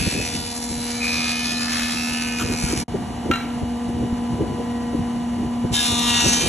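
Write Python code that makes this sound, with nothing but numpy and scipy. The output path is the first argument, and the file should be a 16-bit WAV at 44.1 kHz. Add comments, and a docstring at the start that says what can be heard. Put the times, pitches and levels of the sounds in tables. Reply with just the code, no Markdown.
"""A harsh, singing buzz opens the scene: a three-knife wood planer cuts a board in an open workshop.
Periodic knife blows force the wood to vibrate at harmonics of the shaft rate, and flying chips hiss.
A sandal scuffs, and the sound breaks off for an instant. The planer idles, humming like a siren as its
knives chop the air, while a plank is knocked down; then it bites into a second board. Throughout, a
breeze buffets the two microphone ports of a phone a few metres away."""
import sys
import numpy as np
from scipy import signal
from scipy.fft import rfft, irfft, next_fast_len
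from scipy.io import wavfile
from scipy.ndimage import uniform_filter1d, map_coordinates

SR = 44100
rng = np.random.default_rng(int(sys.argv[2]) if len(sys.argv) > 2 else 0)


def dump_mix(stems):
    """Bounce the given channels to the path in sys.argv[1] as a 16-bit WAV at rate SR."""
    frames = np.atleast_2d(stems).T  # one column per channel
    limited = np.clip(frames, -1, 1)  # hard clip at full scale
    pcm = np.round(limited * 32767).astype(np.int16)
    wavfile.write(sys.argv[1], SR, pcm)


N = 286076
TIME, FREQS = np.arange(N) / SR, np.fft.rfftfreq(N, 1 / SR)
SHAFT_HZ = 79.62
SNAPS = (2.3, .7)  # extra blow of the proudest knife in each board
GRATE_CYCLES, GRATE_HZ = .04, 45  # depth and rate of the phase jitter from uneven blows

# Passes of a board over the knives. Each row: start and end in seconds.
FEED_SPANS = [(-.1, 2.85), (5.715, 6.6)]
# Resonances of the boards as the knives catch them. 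Each row: start and length in seconds, centre and
# width in Hz, level of the added band in dB relative to the plain cut, level of the squeal in dB.
BOARD_RESONANCES = [(0, 0.36, 2600, 510, 1, -49), (1.009, 0.62, 2448, 220, -8, -26),
                    (1.07, 0.65, 3970, 600, -9, -57), (1.55, 0.034, 4080, 300, 12, -41),
                    (1.963, 0.39, 2625, 226, -20, -32.5), (2.26, 0.53, 2545, 520, 1.5, -40.5),
                    (2.554, 0.29, 5830, 400, -13, -40), (5.743, 0.12, 3105, 160, -11, -28.5),
                    (5.737, 0.075, 3680, 500, -8, -33), (5.76, 0.66, 3660, 190, -12, -29),
                    (6.007, 0.33, 1080, 1620, -16, -52), (6.168, 0.29, 6300, 765, 4.5, -42)]
# How well the motor side of the machine is heard. Each row: time in seconds, gain in dB.
MOTOR_SIDE_GAIN = [(0, -1.5), (2.3, -1), (2.9, 3), (5.6, 2), (6.49, 4)]


def amp(db):
    """Decibels as an amplitude ratio."""
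    return 10 ** (np.asarray(db) / 20)


def unit_rms(x):
    """Normalisation to a mean power of 1."""
    return x / np.sqrt(np.mean(x ** 2) + 1e-20)


def curve(rows, column=1):
    """Linear interpolation of one table column over time."""
    rows = np.array(rows)
    return np.interp(TIME, rows[:, 0], rows[:, column])


def bump(s, half):
    """A Gaussian swell that falls to 1/e at `half` seconds either side of its peak."""
    return np.exp(-np.minimum(((TIME - s) / half) ** 2, 50))


def gains(points):
    """A frequency response interpolated on a logarithmic frequency axis."""
    hz, db = np.transpose(points)
    return amp(np.interp(np.log(FREQS + 1), np.log(hz), db))


def colour(x, points):
    """Filtering by multiplication of spectra."""
    return irfft(rfft(x) * gains(points), N)


def wander(rate_hz, size=4096):
    """Low-pass noise of rms 1, for slow random modulation."""
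    hz = np.arange(size // 2 + 1) * SR / N
    spectrum = rng.standard_normal((len(hz), 2)) @ [1, 1j]
    slow = unit_rms(irfft(spectrum * np.exp(-(hz / rate_hz) ** 2)))
    return np.interp(np.linspace(0, size - 1, N), np.arange(size), slow)


def tone(cycles, scatter=1.0):
    """A direct sinusoid of rms 1 and its scattered part, each at a random phase."""
    return np.sqrt(2) * np.array([[1], [scatter]]) * np.sin(2 * np.pi * (cycles + rng.random((2, 1))))


def ports(pair, response=1):
    """Interference at two ports: their sum and difference cancel in turn along the spectrum."""
    # Each row: frequency in Hz, phase lead of the left port in radians, correlation from -1 to 1.
    port_relation = [(0, .27, 0), (250, .6, 0), (600, .8, -.1), (1150, .95, -.4), (1800, .25, .3),
                     (2500, .75, .5), (3800, 1.05, .35), (4550, 1.8, .5), (4900, 3.14, .6),
                     (5950, 6.28, .65), (7600, 7.8, .63), (8500, 9, .8), (9400, 9.7, .8), (10700, 11, .65),
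                     (11600, 12.57, .6), (12600, 12.25, .6)]
    hz, leads, correlations = np.transpose(port_relation)
    lead, correlation = np.interp(FREQS, hz, leads), np.interp(FREQS, hz, correlations)
    direct, scattered = rfft(pair) * response
    mid = np.cos(lead / 2) * direct
    side = 1j * np.sin(lead / 2) * (correlation * direct + np.sqrt(1 - correlation ** 2) * scattered)
    return irfft(np.array([mid + side, mid - side]), N)


def feeding(board, bite_s=.033):
    """Depth of the knives in one board, ramping between 0 and 1."""
    start, end = FEED_SPANS[board]
    return np.clip(np.minimum(TIME - start, end - TIME) / bite_s, 0, 1)


def strikes(turns, snap, knives=(1, .4, .3)):
    """Three decaying impacts a turn over a steady floor; one knife stands proud and snaps hardest."""
    knife = np.floor(turns * 3).astype(int) % 3
    since_blow = turns * 3 % 1
    return 1 + np.array(knives)[knife] * np.exp(-since_blow / .45) + snap * np.exp(-(turns % 1) / .04)


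def buzz(turns, snap, hold_s=.5, flattening=.35, size=1024, count=130):
    """Quasi-periodic excitation: each turn repeats a rattle that changes slowly as the board slides."""
    span = max(2, round(hold_s * count * SR / N))
    rattles = uniform_filter1d(rng.standard_normal((2, 2 * count, size)), span, axis=1)
    rattles = rattles[:, count // 2:][:, :count]
    harmonics = rfft(rattles * strikes(np.arange(size) / size, snap))
    harmonics /= (abs(harmonics) + 1e-9) ** flattening
    order = np.arange(harmonics.shape[-1])
    on_knives = order % 3 == 0
    harmonics *= amp(5 * on_knives) * (order * SHAFT_HZ < SR / 2)
    place = [np.linspace(0, count - 1, N), turns % 1 * size]
    pair = [map_coordinates(shapes, place, order=1, mode="grid-wrap") for shapes in irfft(harmonics)]
    return unit_rms(np.array(pair))


def ringing(start, length, ramp_s=.014, fade_db=-1.5):
    """Envelope of a resonance: a quick attack, a slow fade, a quick release."""
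    gate = np.clip(np.minimum(TIME - start, start + length - TIME) / ramp_s + .5, 0, 1)
    return gate * amp(fade_db * np.clip((TIME - start) / length, 0, 1))


def resonating(drive, board):
    """Resonance: for a while, the board reinforces the excitation in a band around each peak."""
    out = drive.copy()
    for start, length, hz, width_hz, db, _ in BOARD_RESONANCES:
        if FEED_SPANS[board][0] < start < FEED_SPANS[board][1]:
            envelope = ringing(start, length)
            on = envelope > 0
            size = next_fast_len(int(on.sum()), True)
            peak = np.exp(-((np.fft.rfftfreq(size, 1 / SR) - hz) / width_hz) ** 2 * 2)
            band = irfft(rfft(drive[:, on], size) * peak, size)[:, :on.sum()]
            out[:, on] += amp(db) * envelope[on] * band
    return out


def sliding(x, depth_db=1.6):
    """Time-varying filtering: as the board slides, patches of its spectrum swell and fade."""
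    spectra = signal.stft(x, nperseg=512)[2]
    patches = rng.standard_normal(spectra.shape[1:])
    for _ in range(2):
        patches = uniform_filter1d(uniform_filter1d(patches, 3, axis=0), 22, axis=1)
    return signal.istft(spectra * amp(depth_db * unit_rms(patches)), nperseg=512)[1][:, :N]


def cutting(turns, split_hz=4950, chatter_hz=8.3, chatter_db=1.37):
    """Forced vibration: knife blows ring the board; fibres and chips add a puff of noise to each."""
    # One table a board. Each row: time in seconds, knife force and chip hiss in relative dB.
    passes = [
        [(0.02, -29, -32), (0.6, -38.5, -34.5), (0.97, -34.5, -35), (1.1, -26.5, -32), (1.66, -29.5, -33),
         (1.9, -29, -33), (2.49, -34.5, -36), (2.66, -32, -31), (2.82, -36.5, -32.5)],
        [(5.76, -26.5, -23.5), (5.944, -29.5, -26), (6.174, -23.5, -26), (6.312, -25.5, -19.5),
         (6.48, -27, -26)],
    ]
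    # One spectrum a board. Each row: frequency in Hz, relative density in dB.
    board_spectra = [
        [(300, -76.5), (550, -63.5), (750, -69), (1050, -68.5), (1300, -65.5), (1800, -63), (2400, -61),
         (3200, -65.5), (4200, -59.5), (5500, -52.5), (7500, -54.5), (9700, -51), (11200, -57), (12600, -87)],
        [(300, -103), (550, -78), (750, -56.5), (1000, -58), (1300, -58), (1800, -58), (2400, -53.5),
         (3100, -50.5), (3700, -51.5), (4600, -56), (6400, -64), (9500, -60.5), (11200, -69), (12600, -85)],
    ]
    depth = amp(.6 * rng.standard_normal(1024)[turns.astype(int)])  # no two turns cut equally deep
    low = 1 / (1 + (FREQS / split_hz) ** 16)
    # Wood, then chips. Each row: frequency response, gain in dB, factor on the share of noise.
    bands = [(low, -2.0, .7), (1 - low, -2.6, 1.1)]
    out = 0
    for board, (levels, spectrum) in enumerate(zip(passes, board_spectra)):
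        periodic = buzz(turns, SNAPS[board])
        puffs = unit_rms(rng.standard_normal((2, N)) * strikes(turns, SNAPS[board]) * amp(3 * wander(30)))
        heavier_db = curve(levels) - np.mean(levels, axis=0)[1]
        noise_share = (.44, .29)[board] - .025 * heavier_db  # a heavier cut rings more cleanly
        for column, (band, gain_db, noisiness) in enumerate(bands, 1):
            rough = np.clip(noise_share * noisiness, 0, 1)
            drive = resonating(np.sqrt(1 - rough) * periodic + np.sqrt(rough) * puffs, board)
            heard = ports(drive, band * gains(spectrum))
            heard /= np.sqrt(uniform_filter1d(heard.mean(0) ** 2, size=3300))  # steady the power
            out = out + heard * feeding(board) * amp(curve(levels, column) + gain_db)
    out = sliding(out) * depth
    bobbing = np.sin(2 * np.pi * (chatter_hz * TIME + .5 * wander(3.85)))  # the board on the table
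    return out * amp(chatter_db * bobbing)


def singing(turns, waver_db=1.7, waver_hz=14):
    """Shaft harmonics swell in the boards; uneven blows modulate their amplitude and phase."""
    # Each row: peak time and half-width in seconds, multiple of the shaft rate, level in dB.
    notes = [(0.03, 0.079, 33, -41), (0.055, 0.042, 53, -37), (0.18, 0.52, 44, -44), (0.2, 0.051, 32, -35),
             (0.253, 0.34, 37, -42.5), (1.05, 0.54, 50, -40.5), (1.196, 0.35, 29, -42),
             (1.25, 0.21, 27, -37), (1.3, 0.15, 45, -43), (1.413, 0.45, 38, -39), (1.5, 0.28, 65, -37.5),
             (1.723, 0.73, 16, -42), (1.68, 0.25, 24, -43.5), (1.857, 0.81, 22, -41),
             (1.864, 0.19, 32, -36.5), (2.037, 0.15, 68, -37), (2.26, 0.18, 36, -39),
             (2.315, 0.24, 19, -43.5), (2.36, 0.23, 31, -39.5), (2.45, 0.4, 27, -46.5),
             (2.72, 0.25, 29, -43), (5.8, 0.048, 21, -32), (5.823, 0.12, 34, -35), (5.85, 0.13, 36, -36.5),
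             (5.95, 0.15, 43, -33), (6.1, 0.16, 67, -36), (6.083, 0.23, 15, -39), (6.114, 0.11, 40, -33),
             (6.14, 0.77, 49, -34.5), (6.146, 0.11, 45, -29), (6.15, 0.23, 12, -32), (6.167, 0.15, 36, -30),
             (6.186, 0.15, 34, -29), (6.16, 0.08, 24, -37.5), (6.197, 0.097, 73, -32), (6.2, 0.24, 82, -36),
             (6.304, 0.19, 55, -49), (6.423, 0.14, 30, -33.5), (6.42, 0.21, 39, -37),
             (6.402, 0.11, 47, -34)]
    unrest = np.where(TIME < FEED_SPANS[1][0], 1.0, 1.1)  # the second board wavers more
    out = np.zeros((2, N))
    for s, half, order, db in notes:
        envelope = amp(db) * bump(s, half)
        on = envelope > 1e-5
        waver, grate = (unrest[on] * wander(hz)[on] for hz in (waver_hz, GRATE_HZ))
        note = tone(order * turns[on] + GRATE_CYCLES * grate)
        out[:, on] += envelope[on] * amp(waver_db * waver) * note
    return out * (feeding(0) + feeding(1))


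def squealing(turns, fade_db=-7, narrowing_s=.8, lag_turns=.12):
    """A resonance struck once a turn by the proud knife: five harmonics under a narrowing peak."""
    out = np.zeros((2, N))
    for start, length, hz, width_hz, _, db in BOARD_RESONANCES:
        progress = np.clip((TIME - start) / length, 0, 1)
        envelope = amp(db + fade_db * progress ** 2) * ringing(start, length)
        on = envelope > 0
        width = .55 * width_hz * np.exp(-abs(TIME[on] - start) / narrowing_s)
        phase = GRATE_CYCLES * wander(GRATE_HZ)[on] + rng.random((2, 1))
        for order in round(hz / SHAFT_HZ) + np.arange(-2, 3):
            share = 1 / (1 + (2 * (order * SHAFT_HZ - hz) / width) ** 2)
            cycles = order * (turns[on] - lag_turns) + phase
            out[:, on] += envelope[on] * share * np.sqrt(2) * np.sin(2 * np.pi * cycles)
    return out * (feeding(0) + feeding(1))


def siren_hum(turns, overtones_db=-31.5, waver_db=3.3):
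    """The siren principle: knives passing the table lips chop the air three times a turn."""
    # The fundamental. Each row: time in seconds, level in dB.
    levels = [(0, -39), (.35, -37.5), (.78, -29.5), (2.55, -27), (2.85, -30.5), (3.2, -34), (3.58, -26.5),
              (4.3, -24.5), (4.5, -38), (4.65, -26), (5.65, -23.5), (5.8, -31), (6.0, -25.5), (6.38, -27.5),
              (6.49, -51)]
    # Overtones, which waver in the room. Each row: multiple of the shaft rate, relative level in dB.
    orders = [(6, -12.5), (9, -20.5), (12, -19.5), (24, -24.5)]
    overtones = sum(amp(db + waver_db * wander(1.3)) * tone(order * turns) for order, db in orders)
    return tone(3 * turns, scatter=.26) * amp(curve(levels)) + overtones * amp(overtones_db)


def motor(slip_cycles=.17):
    """Rotating motor, belt and bearings radiate tones whose phases drift as the belt slips."""
    # Each row: frequency in Hz, relative level in dB.
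    partials = [(708, -46), (737, -52), (786, -50), (866, -50.5), (939, -60), (1179, -56.5), (2876, -58.5),
                (2940, -58)]
    slips = [slip_cycles * wander(3) for _ in partials]
    tones = sum(amp(db) * tone(hz * TIME + slip) for (hz, db), slip in zip(partials, slips))
    return tones * amp(curve(MOTOR_SIDE_GAIN))


def rushing_air(flutter_db=.57):
    """Aerodynamic noise of the spinning cutter block, with a whistle near 3 kHz."""
    # Each row: frequency in Hz, relative density in dB.
    air_spectrum = [(20, -111), (60, -57), (150, -67.5), (260, -58.5), (400, -75), (600, -72), (900, -71),
                    (1300, -79), (2000, -81), (2750, -84), (2940, -80), (3150, -84), (7000, -89),
                    (10000, -84.5), (12600, -110)]
    air = colour(rng.standard_normal((2, N)), air_spectrum) * np.sqrt(SR / 2)
    return air * amp(flutter_db * wander(28) + curve(MOTOR_SIDE_GAIN))


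def whine(hz=999.6):
    """Magnetic forces in the motor radiate one steady pitch."""
    # Each row: time in seconds, level in dB.
    levels = [(0, -90), (2.6, -51), (3.9, -47.5), (4.5, -40), (5.3, -44.5), (6.1, -40), (6.49, -60)]
    return amp(curve(levels)) * tone(hz * TIME)


def wind(eddies_per_s=5.1, eddy_half_s=.016, eddy_db=6, steadiness=.36):
    """Turbulent pressure on the microphone: breeze, random eddies and buffets add in power."""
    # The breeze, which also scales the eddies. Each row: time in seconds, level in dB.
    breeze = [(0, -56), (.4, -32.5), (.6, -50.5), (1.2, -43), (2.2, -42), (3.0, -32), (3.75, -49),
              (4.4, -37.5), (5.2, -40.5), (5.75, -44.5), (6.49, -30)]
    # Each row: peak time in seconds, level in dB, flutter over rumble in dB, half-width in seconds.
    buffets = [(0.02, -20.5, -17, 0.021), (0.074, -14, -6, 0.0066), (0.184, -24.5, -1, 0.039),
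               (0.354, -29, -12, 0.016), (0.716, -27.5, -9, 0.011), (0.79, -32, -11, 0.016),
               (2.444, -24, -1, 0.022), (2.51, -24, 1, 0.022), (2.647, -17.5, -21, 0.01),
               (2.735, -19.5, 3.5, 0.0036), (2.951, -20, 15, 0.0081), (3.264, -23, 15, 0.0064),
               (3.305, -17.5, 3, 0.013), (3.57, -28.5, -13, 0.0081), (3.63, -16.5, -12, 0.0069),
               (3.892, -26, -3.5, 0.013), (3.962, -28, -5, 0.018), (4.03, -23.5, -2, 0.029),
               (4.131, -20.5, -16, 0.0057), (4.326, -25, -22, 0.02), (4.419, -18, 2, 0.02),
               (4.503, -26.5, -3, 0.042), (4.606, -25, 15, 0.015), (4.949, -21.5, 6, 0.0091),
               (5.003, -22, -14, 0.017), (5.434, -27, -4, 0.044), (5.651, -18, -4, 0.0094),
               (5.724, -20, -19, 0.014), (5.926, -26.5, -6, 0.018), (6.265, -19, 2, 0.017),
               (6.461, -28, 24, 0.043)]
    # Low rumble and higher flutter. 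Each row: frequency in Hz, relative density in dB.
    rumble_spectrum = [(18, -55), (35, -8.5), (60, 0), (110, 3), (190, 1), (300, -4.5), (600, -34),
                       (1500, -89)]
    flutter_spectrum = [(80, -40), (200, -7.5), (300, -2.5), (420, -6), (600, -15.5), (1000, -34),
                        (3000, -80)]
    arrivals = rng.random(N) < eddies_per_s / SR
    eddy = np.exp(-((TIME[:SR // 2] - .25) / eddy_half_s) ** 2)
    eddies = signal.fftconvolve(arrivals * 1., eddy, "same")
    rumble_power = amp(curve(breeze)) ** 2 * (1 + amp(eddy_db) ** 2 * eddies)
    flutter_power = rumble_power * amp(-8) ** 2
    for s, db, bright_db, half in buffets:
        power = amp(db) ** 2 / (1 + amp(bright_db) ** 2) * bump(s, half)
        rumble_power += power
        flutter_power += power * amp(bright_db) ** 2
    out = 0
    for power, spectrum in ((rumble_power, rumble_spectrum), (flutter_power, flutter_spectrum)):
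        noise = colour(rng.standard_normal((2, N)), spectrum)
        noise /= uniform_filter1d(noise ** 2, size=900) ** (steadiness / 2)
        out = out + unit_rms(noise) * np.sqrt(power)
    return out


def tearing(turns, grain_db=2):
    """Fracture noise: the grain splinters in uneven surges, in step with the knives."""
    # Each row: peak time in seconds, level in dB, half-width in seconds.
    tears = [(1.73, -31, 0.018), (1.814, -30, 0.14)]
    # Each row: frequency in Hz, relative density in dB.
    splinter_spectrum = [(500, -16), (1100, -9), (1700, -1.5), (2500, -4), (3300, -2.5), (4200, -9),
                         (6000, -6.5), (12000, -22)]
    envelope = sum(amp(db) * bump(s, half) for s, db, half in tears)
    fibres = rng.standard_normal((2, N)) * strikes(turns, SNAPS[0]) * amp(grain_db * wander(120))
    return envelope * unit_rms(colour(fibres, splinter_spectrum))


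def sandal_scuffs():
    """Friction noise: a sole drags grit over concrete in short rasps."""
    # Each row: peak time in seconds, level in dB, half-width in seconds.
    scuffs = [(2.416, -26, 0.019), (2.516, -36, 0.039), (2.7, -35, 0.046)]
    # Each row: frequency in Hz, relative density in dB.
    grit_spectrum = [(600, -42), (1150, -4), (1400, -1), (1700, -9), (2100, -25), (3200, -6.5), (4500, -35),
                     (7000, -10), (12000, -21)]
    envelope = sum(amp(db) * bump(s, half) for s, db, half in scuffs)
    return envelope * unit_rms(colour(rng.standard_normal((2, N)), grit_spectrum))


def plank_knocks(crack_s=.0033, db_per_octave=-5, echo_t60_s=.76):
    """Impacts crack and excite a plank's damped modes; stacked timber scatters them into an echo."""
    # Each row: start in seconds, level in dB, best-excited frequency in Hz, rise in seconds,
    # relative level of the crack in dB.
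    knocks = [(3.3118, -9, 1320, 0.0017, -1.5), (3.3352, -11, 3000, 0.0014, -5.5),
              (3.356, -17.5, 1810, 0.0022, 3)]
    # Each row: frequency in Hz, relative density in dB.
    crack_spectrum = [(500, -12), (1400, -2.5), (2600, -5), (5000, -17.5), (6800, -17), (11000, -28)]
    # Each row: frequency in Hz, relative level in dB, time to decay by 60 dB in seconds.
    modes = [(983, -20, 0.2), (1352, -1, 0.076), (1842, -18, 0.16), (2430, -16, 0.05), (2776, -6.5, 0.069),
             (3980, -21, 0.34), (4030, -23.5, 0.22)]
    t = TIME[:SR // 2]
    rings, cracks = np.zeros((2, 2, N))
    noise = unit_rms(colour(rng.standard_normal((2, N)), crack_spectrum))
    for s, level_db, best_hz, rise_s, crack_db in knocks:
        part = slice(round(s * SR), round(s * SR) + len(t))
        blow = amp(level_db) * (1 - np.exp(-t / rise_s))
        for hz, db, t60 in modes:
            mode_db = db + db_per_octave * abs(np.log2(hz / best_hz))
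            rings[:, part] += blow * amp(mode_db - 60 * t / t60) * np.sin(2 * np.pi * hz * t)
        cracks[:, part] += blow * amp(crack_db) * noise[:, part] * np.exp(-t / crack_s)
    tail = rng.standard_normal((2, len(t))) * amp(-60 * t / echo_t60_s) * (t > .006)
    tail /= np.linalg.norm(tail[0])
    echo = signal.fftconvolve(amp(-12) * rings + amp(-4) * cracks, tail, axes=1)[:, :N]
    return rings + cracks + echo


def scene():
    """Superposition: one unsteady shaft, a shade slower in the second board, times hum and cut."""
    shaft_hz = np.interp(TIME, [FEED_SPANS[0][1], FEED_SPANS[1][0]], [SHAFT_HZ, SHAFT_HZ - .12])
    turns = np.cumsum(shaft_hz) / SR + .004 * wander(2) + .0005 * wander(25)
    cut = cutting(turns)
    wood = singing(turns) + squealing(turns) + tearing(turns)
    machine = siren_hum(turns) + motor() + rushing_air() + whine()
    return cut + ports(wood + machine + wind() + plank_knocks() + sandal_scuffs())


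def record(dry):
    """Gating and band limiting: the sound dies for an instant, and a low-pass trims the top treble."""
    # In order, in seconds: the fade begins, the fade is nearly done, silence, the sound is back.
    break_times = (2.832, 2.841, 2.88, 2.881)
    gate = np.interp(TIME, break_times, [1, .04, 0, 1])
    low_pass = signal.firwin(511, 12900, window=("kaiser", 9), fs=SR)
    return signal.oaconvolve(dry * gate, low_pass[None], "same")


dry = scene()
out = record(dry)
dump_mix(out)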